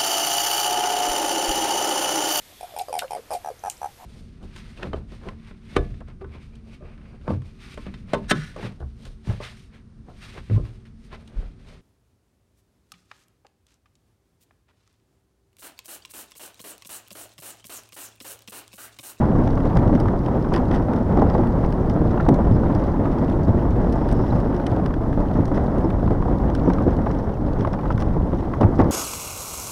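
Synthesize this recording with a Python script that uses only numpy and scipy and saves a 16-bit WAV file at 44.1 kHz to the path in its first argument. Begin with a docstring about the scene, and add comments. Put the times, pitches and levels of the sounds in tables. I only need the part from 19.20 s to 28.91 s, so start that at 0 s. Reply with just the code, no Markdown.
"""Wheels drum over wooden planks and thump on the raised ones while wind buffets the microphone.
A scooter rolls at a steady pace along a boardwalk over a marsh: shaped noise and ringing planks.
Its loose parts clack, tick and rattle: damped modes and noise scraped through resonances.
Behind: a thin hiss, a brief high whine, faint bird whistles and a trill, all but the hiss gliding sines."""
import sys
import numpy as np
from scipy import signal
from scipy.fft import rfft, irfft, next_fast_len
from scipy.io import wavfile
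from scipy.ndimage import uniform_filter1d, minimum_filter1d, map_coordinates

SR = 44100
rng = np.random.default_rng(int(sys.argv[2]) if len(sys.argv) > 2 else 0)


def dump(signal):
    """Clip the signal to [-1, 1] and save it as 16-bit WAV at the path in sys.argv[1]."""
    limited = np.clip(np.atleast_2d(signal).T, -1, 1)
    pcm = np.round(limited * 32767).astype(np.int16)
    wavfile.write(sys.argv[1], SR, pcm)


N = 428211


def amp(db):
    """Decibels to gain."""
    return 10 ** (np.asarray(db) / 20)


def unit(x):
    """Scaled to rms 1."""
    return x / np.sqrt(np.mean(x ** 2) + 1e-20)


def crest(x):
    """Scaled to peak 1."""
    return x / (np.abs(x).max() + 1e-20)


def smooth(x, size):
    """Two moving averages of size samples in a row."""
    return uniform_filter1d(uniform_filter1d(x, size=size), size=size)


def add(track, start_s, sound):
    """Mix a sound into the track at start_s."""
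    part = track[max(round(start_s * SR), 0):][:len(sound)]
    part += sound[:len(part)]


def curve(rows, outside=None):
    """Per-sample line through (s, value) rows; beyond them the end values, or outside if given."""
    s, value = np.transpose(rows)
    return np.interp(np.arange(N) / SR, s, value, left=outside, right=outside)


def wobble(rate_hz):
    """A smooth random curve, rate_hz knots a second."""
    knots = rng.standard_normal(int(N * rate_hz / SR) + 4)
    return map_coordinates(knots, [np.arange(N) * rate_hz / SR])


def tone(hz):
    """Sine that follows a per-sample frequency."""
    return np.sin(2 * np.pi * np.cumsum(hz) / SR)


def coloured(x, spectrum, size=8192):
    """x through a causal minimum-phase filter with the gain of the (Hz, dB) points."""
    hz, db = np.transpose(spectrum)
    bin_hz = np.fft.rfftfreq(size, 1 / SR)
    log_gain = np.log(amp(np.interp(np.log(bin_hz + 1), np.log(hz), db)))
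    # folding the cepstrum onto positive times makes the filter causal
    cepstrum = irfft(log_gain)
    cepstrum[1:size // 2] *= 2
    cepstrum[size // 2 + 1:] = 0
    return signal.fftconvolve(x, irfft(np.exp(rfft(cepstrum))))[:len(x)]


def resonate(x, hz, width_hz):
    """x through one resonance."""
    return signal.lfilter(*signal.iirpeak(min(hz, SR / 3), hz / width_hz, SR), x)


def pressure(t, t60_s, rise_s):
    """Force of a contact: it builds as the parts press together, then dies away."""
    return amp(-60 * t / t60_s) * (1 - np.exp(-(t / rise_s) ** 2))


def burst(t, t60_s, rise_s):
    """The noise of one contact."""
    return rng.standard_normal(len(t)) * pressure(t, t60_s, rise_s)


def ringing(modes, t, stiffness, rise_s):
    """Damped modes, pitched by stiffness and struck a little differently each time; peak 1."""
    ring = np.zeros(len(t))
    for hz, db, t60_s in modes:
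        decay = amp(db + rng.normal(0, 1.6) - 60 * t / t60_s)
        ring += decay * np.sin(2 * np.pi * hz * stiffness * t)
    return crest(ring * (1 - np.exp(-t / rise_s)))


def bumps(rate_hz, spread_db):
    """Impulses at random moments, rate_hz a second on average, of uneven size."""
    hits = rng.random(N) < rate_hz / SR
    return hits * amp(spread_db * np.clip(rng.standard_normal(N), -2, 2))


def chatter(blows, t60_s):
    """Envelope of the short bursts that a run of impulses shakes out; rms 1."""
    energy = signal.lfilter([1], [1, -amp(-120 / (t60_s * SR))], blows ** 2)
    return unit(np.sqrt(energy))


def strays(rate_hz, db, spread_db):
    """Small jolts at random moments, about rate_hz a second: rows of (s, dB, random colour around 0)."""
    chance = rng.standard_normal((100, 3))
    times_s = np.cumsum(np.exp(.7 * chance[:, 0])) / (1.28 * rate_hz)  # 1.28: mean of the gaps
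    level_db = db + spread_db * np.clip(chance[:, 1], -2, 1)
    return np.column_stack([times_s, level_db, chance[:, 2]])[times_s < N / SR]


def rolling():
    """Plank edges drum the deck and roughen the tyre roar; the fittings jiggle on their own; all grow with the
    level."""
    # How hard the wheels work the deck. Each row: time in seconds, level in dB.
    effort_rows = [(0, -18), (0.45, -21.5), (0.7, -18.5), (0.82, -20), (1.1, -21), (1.8, -20.5),
                   (2.15, -18), (2.7, -21.5), (3.3, -20.5), (3.95, -23.5), (4.3, -21.5), (5.0, -21),
                   (5.95, -24), (6.3, -22), (7.2, -24), (7.7, -22), (8.15, -24.5), (9.3, -25.5),
                   (9.71, -20.5)]
    # Deck drumming. Each row: frequency in Hz, gain in dB.
    drum_spectrum = [(30, -41), (75, -17), (106, 3.5), (135, -2.5), (170, 0), (290, -2), (400, -8.5),
                     (600, -16), (1000, -31), (2500, -61), (6000, -120)]
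    # Tyre roar. Each row: frequency in Hz, gain in dB.
    tyre_spectrum = [(100, -41), (330, -6.5), (560, 0), (700, -4), (900, -5.5), (1250, -13.5),
                     (1500, -18.5), (1780, -23.5), (1950, -25), (2400, -37.5), (3500, -45.5), (8000, -79.5)]
    # Tyre hiss. Each row: frequency in Hz, gain in dB.
    hiss_spectrum = [(800, -36), (2400, -5.5), (3200, 1.5), (4500, -2), (5300, -1), (6200, -4.5),
                     (7000, -10), (9000, -10), (12000, -12.5), (15500, -14)]
    cruise_db = -21
    board_rate_hz, board_depth_db = 12, 1.21  # smoother and rougher boards
    drum_db, tyre_db, hiss_db = -21.5, -29, -62  # at the cruising level
    drum_growth, tyre_growth, hiss_growth = 0.95, 0.81, 0.44  # dB per dB of effort
    jiggle_db, grit_db = 2, -3  # re hiss

    effort_db = curve(effort_rows) - cruise_db + board_depth_db * wobble(board_rate_hz)
    edges = seams(rate_hz=27, scatter=.4, spread_db=3.5)

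    knocks = unit(edges - edges.mean())
    drum = unit(coloured(rng.standard_normal(N) + 0.19 * knocks, drum_spectrum))
    drum = unit(drum + .5 * planks(edges, low_hz=136.5, high_hz=367.9, t60_s=0.26))

    tread = (chatter(edges, t60_s=0.18) + 1.02) * rng.standard_normal(N)
    plank_tones = planks(edges, low_hz=415.8, high_hz=1001.0, t60_s=0.22)
    roar = unit(unit(coloured(tread, tyre_spectrum)) + 0.34 * plank_tones)

    hiss = unit(coloured(rng.standard_normal(N), hiss_spectrum))
    shaking = chatter(bumps(rate_hz=48, spread_db=7.0), t60_s=0.095) * amp(5.1 * np.tanh(wobble(21)))
    jiggle = unit(fitting(shaking, bright_db=-19.5))
    grit = crackle(rate_hz=42, spread_db=4.5, low_hz=2000, high_hz=6260, t60_s=0.016)
    treble = hiss + amp(jiggle_db) * jiggle + amp(grit_db) * grit

    return (amp(drum_db + drum_growth * effort_db) * drum
            + amp(tyre_db + tyre_growth * effort_db) * roar
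            + amp(hiss_db + hiss_growth * effort_db) * treble)


def seams(rate_hz, scatter, spread_db):
    """One impulse for each plank edge that the front and the rear wheel cross."""
    count, wheel_lag_s = 800, .18
    chance = rng.standard_normal((count, 3))
    rear_s = (np.arange(count) + scatter * chance[:, 0]) / rate_hz
    front_s = rear_s - wheel_lag_s
    height_db = spread_db * np.clip(chance[:, 1], -2, 1.5)
    at = (np.concatenate([rear_s, front_s]) * SR).astype(int)
    sizes = amp(np.concatenate([height_db, height_db + chance[:, 2]]))
    return np.bincount(at[at >= 0], sizes[at >= 0], N)[:N]


def planks(edges, low_hz, high_hz, t60_s):
    """Each crossed edge rings briefly at a random pitch of its own; rms 1."""
    out, t = np.zeros(N), np.arange(SR // 6) / SR
    fade = amp(-60 * t / t60_s)
    pitches_hz = rng.uniform(low_hz, high_hz, size=1600)
    for at, hz in zip(np.flatnonzero(edges), pitches_hz):
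        add(out, at / SR, edges[at] * fade * np.sin(2 * np.pi * hz * t))
    return unit(out)


def crackle(rate_hz, spread_db, low_hz, high_hz, t60_s):
    """Grains of grit pop under the tyres, each at its own pitch; rms 1."""
    out, t = np.zeros(N), np.arange(SR // 40) / SR
    pops = bumps(rate_hz, spread_db)
    for at in np.flatnonzero(pops):
        hz = rng.uniform(low_hz, high_hz)
        pop = resonate(burst(t, t60_s, rise_s=0.00018), hz, width_hz=1400)
        add(out, at / SR, pops[at] * crest(pop))
    return unit(coloured(out, [(1500, -6), (2500, 3), (6000, -6.0), (7200, -7.5), (14000, -10.0)]))


def thumps():
    """A raised plank cracks and slaps, rings the frame and booms the deck; stiffness lifts ring and slap."""
    # Wheels hitting raised planks. Each row: start in seconds, frame ring in dB, deck boom in dB,
    # wooden slap in dB, stiffness as a pitch ratio.
    hits = [(0.087, -8, -24, -31, 0.9), (0.561, -16, -11, -18, 1.13), (0.576, -18, -13, -31, 0.97),
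            (0.619, -13, -14, -41, 0.88), (0.665, -7, -14, -17, 0.69), (0.693, -9.5, -18, -15.5, 1.01),
            (0.728, -6.5, -20, -14.5, 0.94), (0.753, -3, -23, -24, 0.74), (0.855, -21, -12.5, -30, 0.86),
            (1.154, -16, -27, -16, 0.96), (1.418, -15, -28, -20, 1.05), (1.432, -16, -19, -22, 0.97),
            (1.972, -11.5, -27, -16.5, 1.17), (1.985, -7.5, -26, -12, 1), (2.018, -14, -27, -4, 0.93),
            (2.04, -13, -18, -21, 0.96), (2.147, -19, -33, -11, 1), (2.177, -23, -32, -17, 1.06),
            (2.192, -11, -24, -15.5, 1), (2.815, -11, -17, -13, 0.66), (2.852, -8, -17, -17, 0.69),
            (3.085, -2.5, -16, -7.5, 1), (3.101, 2.5, -18, -10, 0.85), (3.268, -17, -16, -17, 0.79),
            (3.312, -4.5, -11, -24, 0.71), (3.346, -5.5, -15, -35, 0.587), (3.417, -17, -30, -32.5, 0.91),
            (3.793, -10.5, -18, -19, 0.86), (4.283, -7.5, -7, -19, 0.78), (4.345, -13.5, -14.5, -27, .75),
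            (5.509, -24, -13, -38, .7), (5.564, -15, -17, -17.5, 0.86), (6.188, -5.5, -9.5, -29, .95),
            (6.315, -15, -28, -17, 1.14), (6.374, -17, -28, -17, 1.12), (6.642, -11.5, -22, -20, 1.05),
            (6.723, -30, -16.5, -29, 0.82), (6.829, -14, -16, -15, 0.8), (6.864, -8, -15, -25, 0.63),
            (6.905, -11.5, -15, -28, 1.4), (7.053, -19, -25, -18.5, 0.85), (7.081, -15, -18, -19, 0.9),
            (7.476, -2.5, -31, -16.5, 1.09), (7.492, -18, -26, -22, 1.08), (7.666, -5.5, -18, -24, 1.11),
            (7.678, -14, -16, -18, 0.99), (7.768, -15, -14, -33, 0.95), (8.397, -11, -30, -20.5, 0.69),
            (8.733, -20, -15, -41, 0.53), (8.96, -12, -35, -22, 1.02), (9.028, -14, -26, -40, 0.73),
            (9.13, -13, -29, -22, 1.1), (9.196, -19, -19, -34, .7), (9.408, -13.5, -30, -10, 0.96),
            (9.417, -6.5, -28, -13, 0.95), (9.429, -16.5, -17, -15, 1.4), (9.438, -20, -4.5, -23, 1.1),
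            (9.591, -3, -11, -8.5, 1.05), (9.597, -19, -8, -8.5, 1.27), (9.617, -21, -12, -18, 1.27)]
    # Frame modes at stiffness 1. Each row: frequency in Hz, mean level in dB, t60 in seconds.
    frame_modes = [(170, -4, 0.11), (248.3, 3, 0.071), (309.7, 0, 0.093), (353, -9.5, 0.081),
                   (438, -5, 0.057)]
    # Plank modes at stiffness 1. Each row: frequency in Hz, mean level in dB, t60 in seconds.
    plank_modes = [(475, 0.5, 0.063), (670.5, -6, 0.088), (858, -2.5, 0.072), (1125, -10, 0.052)]
    # Slap noise at stiffness 1. Each row: frequency in Hz, gain in dB.
    slap_spectrum = [(150, -21.5), (430, 1.5), (620, 9.5), (880, 3), (1250, -11.5), (1900, -22),
                     (2500, -36), (6000, -49), (15000, -77)]
    # First contact with a plank's edge. Each row: frequency in Hz, gain in dB.
    crack_spectrum = [(200, -12), (700, 5.5), (1200, 2.5), (2000, -20), (2800, -32), (5500, -35.5),
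                      (10000, -50.5), (15000, -59)]
    boom_lag_s = 0.0084  # the deck gives way after the slap
    crack_db, plank_share = -9, .85  # crack re slap, plank ring re scuff

    out, t = np.zeros(N), np.arange(SR // 4) / SR
    for start_s, ring_db, boom_db, slap_db, stiffness in hits:
        ring = ringing(frame_modes, t, stiffness, rise_s=.002)
        boom_hz = 102 * rng.normal(1, 0.088)
        boom = np.sin(2 * np.pi * boom_hz * t) * amp(-60 * t / 0.082) * (1 - np.exp(-t / 0.0039))
        scuff_spectrum = [(hz * stiffness, db) for hz, db in slap_spectrum]
        scuff = crest(coloured(burst(t, t60_s=.052, rise_s=.0028), scuff_spectrum))
        slap = crest(scuff + plank_share * ringing(plank_modes, t, stiffness, rise_s=0.0021))
        crack = crest(coloured(burst(t, t60_s=0.011, rise_s=0.00065), crack_spectrum))
        add(out, start_s, amp(ring_db) * ring + amp(slap_db) * (slap + amp(crack_db) * crack))
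        add(out, start_s + boom_lag_s, amp(boom_db) * crest(boom))
    return out


def clacks():
    """Play in the steering column gives short, dull knocks with a gritty edge, brighter on higher ones."""
    # Loudest knocks. Each row: start in seconds, level in dB ahead of the ring and grit gains,
    # nominal pitch in Hz, nominal t60 in seconds.
    loud = [(0.375, -19.5, 1200, .022), (0.855, -16.5, 930, 0.04), (0.884, -21, 1350, 0.023),
            (1.082, -15.5, 755, 0.031), (1.32, -18, 790, 0.048), (1.364, -17.5, 1080, 0.15),
            (1.4, -17.5, 800, .025), (1.684, -16, 770, 0.017), (1.973, -11, 790, .014),
            (2.105, -23.5, 1390, .022), (2.235, -24, 960, .022), (2.438, -17.5, 736, 0.027),
            (2.647, -23.5, 910, 0.019), (2.975, -15, 880, 0.027), (2.998, -18.5, 1430, 0.065),
            (3.064, -18, 795, 0.022), (3.434, -17, 765, 0.018), (3.854, -19, 1270, .022),
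            (4.491, -28, 766, .022), (4.643, -17, 850, 0.015), (5.126, -20, 875, 0.025),
            (5.326, -23.5, 1360, 0.023), (5.597, -15.5, 755, 0.023), (5.707, -21, 1130, 0.02),
            (5.931, -23.5, 845, 0.016), (6.113, -19, 734, .022), (6.376, -17, 900, 0.027),
            (6.876, -19.5, 1070, 0.024), (6.906, -19, 880, 0.017), (7.024, -20, 1170, 0.018),
            (7.2, -21, 790, .022), (7.299, -20, 790, 0.015), (7.501, -14, 1040, 0.016),
            (7.583, -21.5, 1300, 0.027), (7.864, -12.5, 890, 0.052), (7.904, -26.5, 1350, 0.02),
            (8.09, -22.5, 840, 0.045), (8.448, -14.5, 1155, 0.02), (8.473, -13.5, 710, 0.02),
            (8.538, -16.5, 950, 0.023), (8.588, -21, 1130, 0.045), (8.655, -22.5, 1250, 0.049),
            (8.704, -8.5, 1010, 0.024), (8.714, -21, 990, .025), (8.778, -22, 1100, .03),
            (8.823, -22, 1200, 0.034), (9.335, -18, 1140, 0.041), (9.6, -20, 1150, 0.018)]
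    # Column modes. Each row: ratio to the nominal pitch, mean level in dB, share of the nominal t60.
    column_modes = [(.68, -8, 0.93), (1, 6, 0.88), (1.329, -6, .7), (1.85, -21, 0.34)]
    # Grit of a knock of 1000 Hz nominal pitch. Each row: frequency in Hz, gain in dB.
    grit_spectrum = [(300, -19.5), (800, 1), (1300, -3.5), (1800, -15.5), (2300, -24), (4000, -36.5),
                     (8000, -56)]
    ring_db, grit_db = -4.5, -4.5
    soft_hz, soft_t60_s = 867, .022  # lesser knocks in between

    out, t = np.zeros(N), np.arange(SR // 8) / SR
    soft = [(start_s, db, soft_hz * np.exp(.2 * colour), soft_t60_s)
            for start_s, db, colour in strays(rate_hz=1.6, db=-27, spread_db=4)]
    for start_s, db, hz, t60_s in loud + soft:
        modes = [(hz * ratio, mode_db, t60_s * share) for ratio, mode_db, share in column_modes]
        knock = ringing(modes, t, 0.95, rise_s=.0012)
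        spectrum = [(f * np.sqrt(hz / 1000), gain_db) for f, gain_db in grit_spectrum]
        grit = crest(coloured(burst(t, t60_s=1.25 * t60_s, rise_s=.001), spectrum))
        add(out, start_s, amp(db) * (amp(ring_db) * knock + amp(grit_db) * grit))
    return out


def fitting(force, bright_db, pitch=1):
    """A loose metal part scraped by a force envelope: broad resonances and a bright edge."""
    # Resonances at pitch 1. Each row: frequency in Hz, width in Hz, gain in dB ahead of the body filter.
    resonances = [(1360, 640, 11), (2013, 160, 16.5), (2880, 2160, 6.5), (3910, 860, 9), (4000, 330, 1),
                  (5490, 900, 12), (6500, 500, -20.5)]
    # Bright edge. Each row: frequency in Hz, gain in dB.
    edge_spectrum = [(2000, -28), (5500, 5), (7200, -8), (8700, 1.5), (11000, -6.5), (13000, -18),
                     (16000, -8)]
    scrape, fizz = force * rng.standard_normal((2, len(force)))
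    body = np.zeros(len(force))
    for k, (hz, width_hz, db) in enumerate(resonances):
        body += (-1) ** k * amp(db) * resonate(scrape, hz * pitch, width_hz)
    body = coloured(body, [(500, -6.5), (1400, 12.5), (6200, -4.5), (7500, -5), (15000, -18.0)])
    return unit(body) + amp(bright_db) * unit(coloured(fizz, edge_spectrum))


def ticks():
    """Metal fittings jump, snap back and stutter to rest; the lean tilts them from clank to ping."""
    # Loudest clicks. Each row: start in seconds, peak in dB ahead of the lean filter,
    # bright edge re body in dB, lean from dull clank to thin ping in dB.
    clicks = [(0.274, -30.5, -23.5, -2), (0.401, -32, -21, -6), (0.569, -23, -17, -1),
              (0.587, -32.5, -19.5, -2), (0.676, -35, -21, 2), (0.75, -28, -22.5, -3),
              (0.799, -26, -14.5, 5), (0.882, -30.5, -22, -4), (1.06, -34, -18.5, -2), (1.287, -36, -17, 4),
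              (1.336, -19.5, -19.5, 0.5), (1.360, -22, -20.5, 2.5), (1.512, -28, -24, -1),
              (1.538, -31.5, -17.5, -7), (1.551, -32.5, -15, -2), (1.571, -35, -18, -1),
              (1.733, -29, -24, -3), (1.970, -36.5, -21, 3), (2.098, -28.5, -28.5, 2),
              (2.27, -35.5, -16.5, -1), (2.445, -33, -26, -4), (2.523, -28, -19, 2), (2.696, -31, -16, 2.5),
              (3.003, -35, -25, -10), (3.087, -23, -10, -2), (3.141, -31.5, -13.5, 1),
              (3.311, -39.5, -18, 3), (3.548, -36.5, -12.5, 6), (3.855, -36, -24.5, -1),
              (3.984, -32, -23.5, -2), (4.098, -36, -12.5, 0), (4.505, -38.5, -17.5, 4),
              (4.723, -34.5, -12.5, 5), (4.887, -30, -17, 0), (4.912, -33.5, -11, 0),
              (4.924, -33.5, -3.5, 1), (5.2, -35, -14, 1), (5.363, -38, -14, 5), (5.465, -24, -15, 1),
              (5.659, -26, -18.5, 2), (5.738, -28, -25, -5), (5.927, -34.5, -21, -7),
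              (6.205, -40, -21.5, -3), (6.253, -32.5, -13.5, 6), (6.278, -35, -16, 1),
              (6.373, -33.5, -24, -3), (6.582, -38.5, -6.5, -2), (6.702, -35, -16, -8),
              (7.298, -35, -21.5, 2), (7.349, -23.5, -15.5, 2), (7.49, -42.5, -3.5, 2),
              (7.498, -37, -20, 1), (7.533, -29.5, -18, 2), (7.73, -40, -24, -6), (7.859, -40.5, -22, -7),
              (7.911, -33.5, -21.5, 0), (7.986, -45, -19, 16), (8.407, -30.5, -26, 0),
              (8.471, -36.5, -22, -1), (8.53, -28.5, -22, 3), (8.776, -33.5, -18, -2),
              (8.801, -31, -17.5, 4), (8.809, -34.5, -14.5, 7), (8.821, -31, -15.5, 1),
              (9.335, -30.5, -27, -4), (9.410, -32, -14.5, 4), (9.600, -28.5, -19, -1)]
    settle_share, pitch_spread = .045, .06  # spread in log pitch

    out, t = np.zeros(N), np.arange(SR // 10) / SR
    stutter = chatter(bumps(rate_hz=130, spread_db=4), t60_s=.012)
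    snap = pressure(t, t60_s=.015, rise_s=.0018)
    settle = pressure(t, t60_s=.12, rise_s=0.0045)
    for start_s, db, bright_db, lean_db in clicks:
        settling = stutter[round(start_s * SR):][:len(t)] * settle
        pitch = np.exp(pitch_spread * rng.standard_normal())
        click = crest(fitting(snap + settle_share * settling, bright_db, pitch))
        add(out, start_s, amp(db) * coloured(click, [(2000, -lean_db), (5500, lean_db), (8000, 0)]))
    return out


def rattles():
    """A loose part shivers in short runs of rapid contacts."""
    # Runs of contacts. Each row: start in seconds, length in seconds, level in dB.
    runs = [(0.736, 0.039, -53), (1.353, .04, -45), (1.515, 0.062, -41.5), (5.055, 0.068, -47.5),
            (6.335, 0.039, -47.5), (8.384, 0.063, -48), (8.707, .025, -45), (8.79, 0.045, -46),
            (9.406, 0.028, -43.5), (9.581, 0.049, -43)]
    drive = np.zeros(N)
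    for start_s, length_s, db in runs:
        add(drive, start_s, amp(db) * signal.windows.tukey(int(length_s * SR), .4))
    contacts = chatter(bumps(rate_hz=260, spread_db=0), t60_s=0.025)
    return drive * unit(fitting(contacts, bright_db=-20.0))


def wind():
    """Eddies tumble over the microphone port as low noise; the strongest are eased slightly."""
    # Wind on the microphone. Each row: time in seconds, level in dB ahead of the buffeting gain.
    wind_rows = [(0, -23), (0.6, -21.5), (1.15, -27), (1.5, -22), (1.75, -31), (2.0, -18.5), (2.55, -24.5),
                 (3.6, -20.5), (3.95, -26.5), (4.3, -21.5), (5.1, -21.5), (5.35, -27), (6.2, -22),
                 (6.6, -24), (7.1, -21), (8.05, -27), (8.3, -22), (8.55, -27.5), (8.75, -23), (9.0, -23),
                 (9.2, -27), (9.65, -24)]
    # Eddy noise. Each row: frequency in Hz, gain in dB.
    eddy_spectrum = [(8, -20), (22, -0.5), (35, -2.5), (47, 1), (70, -4), (120, -7.5), (200, -13.5),
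                     (400, -24), (1000, -57.5), (3000, -110)]
    buffet_db, gust_rate_hz, gust_db = 1.5, 8.8, 0.4
    eddies = unit(coloured(rng.standard_normal(N), eddy_spectrum))
    swell = np.sqrt(np.abs(smooth(eddies ** 2, size=2200)))
    level_db = curve(wind_rows) + buffet_db + gust_db * wobble(gust_rate_hz)
    return amp(level_db) * unit(eddies / (swell + 7.1))


def rush():
    """A thin, soft hiss swells once and fades: band-shaped noise."""
    # Swell of the hiss. Each row: time in seconds, level in dB.
    swell_rows = [(4.55, -89), (4.75, -66), (5.0, -58.5), (5.15, -62), (5.35, -79)]
    spectrum = [(1500, -29.0), (2800, 2.0), (4400, -7.0), (5300, 4.5), (6000, -9.5), (7500, -23.5)]
    return amp(curve(swell_rows, outside=-120)) * unit(coloured(rng.standard_normal(N), spectrum))


def whine():
    """A very high, thin, slightly unsteady tone sounds once, briefly."""
    # The tone. 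One row: start in seconds, length in seconds, mean frequency in Hz, peak in dB.
    start_s, length_s, hz, db = (6.203, .103, 14430, -71)
    out, count = np.zeros(N), int(length_s * SR)
    sine = tone(hz + 40 * wobble(300)[:count])
    add(out, start_s, amp(db) * signal.windows.tukey(count, .15) * sine)
    return out


def whistles():
    """Thin bird whistles from far off: sines on arching glides."""
    # Bird whistles. Each row: start in seconds, length in seconds, start in Hz, end in Hz,
    # arch of the glide in Hz, peak in dB.
    calls = [(2.13, 0.024, 4600, 4780, 60, -56), (3.33, 0.036, 4600, 5300, 130, -59),
             (5.102, 0.012, 4000, 3900, 42, -47), (6.641, 0.014, 5300, 5150, 80, -55),
             (7.443, 0.04, 6050, 5060, 170, -60), (7.842, 0.065, 5450, 5250, 220, -65),
             (8.02, .045, 5500, 5500, 120, -68), (8.122, 0.039, 3050, 2600, 0, -59)]
    out = np.zeros(N)
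    for start_s, length_s, start_hz, end_hz, arch_hz, db in calls:
        u = np.linspace(0, 1, int(length_s * SR))
        glide_hz = start_hz + (end_hz - start_hz) * u + arch_hz * np.sin(np.pi * u)
        glide_hz += 70 * wobble(250)[:len(u)]
        add(out, start_s, amp(db) * signal.windows.tukey(len(u), .5) * tone(glide_hz))
    return out


def trill():
    """A far bird's fast run of falling notes swells and fades: one sine, swept down on each note."""
    # Swell of the trill. Each row: time in seconds, level in dB.
    swell_rows = [(4.6, -80), (4.8, -66), (5.0, -63), (5.15, -69), (5.3, -79)]
    notes_per_s, high_hz, low_hz = 14, 5600, 4920
    note_phase = (np.arange(N) / SR * notes_per_s + 0.12 * wobble(12)) % 1
    hz = high_hz + (low_hz - high_hz) * note_phase + 130 * wobble(500)
    return amp(curve(swell_rows, outside=-120)) * np.sin(np.pi * note_phase) * tone(hz)


def scene():
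    """Everything as it reaches the one microphone."""
    scooter = rolling() + thumps() + clacks() + ticks() + rattles()
    return (scooter + wind() + rush() + whine() + whistles() + trill())[None]


def record(dry):
    """A limiter holds down the highest peaks; a band limit removes the top of the treble."""
    ceiling, top_hz = .72, 15800
    needed = ceiling / np.maximum(np.abs(dry), ceiling)
    gain = smooth(minimum_filter1d(needed, size=441), size=220)
    size = next_fast_len(N + SR // 2)
    passband = np.fft.rfftfreq(size, 1 / SR) < top_hz
    return irfft(rfft(dry * gain, size) * passband, size)[..., :N]


dry = scene()
out = record(dry)
dump(out)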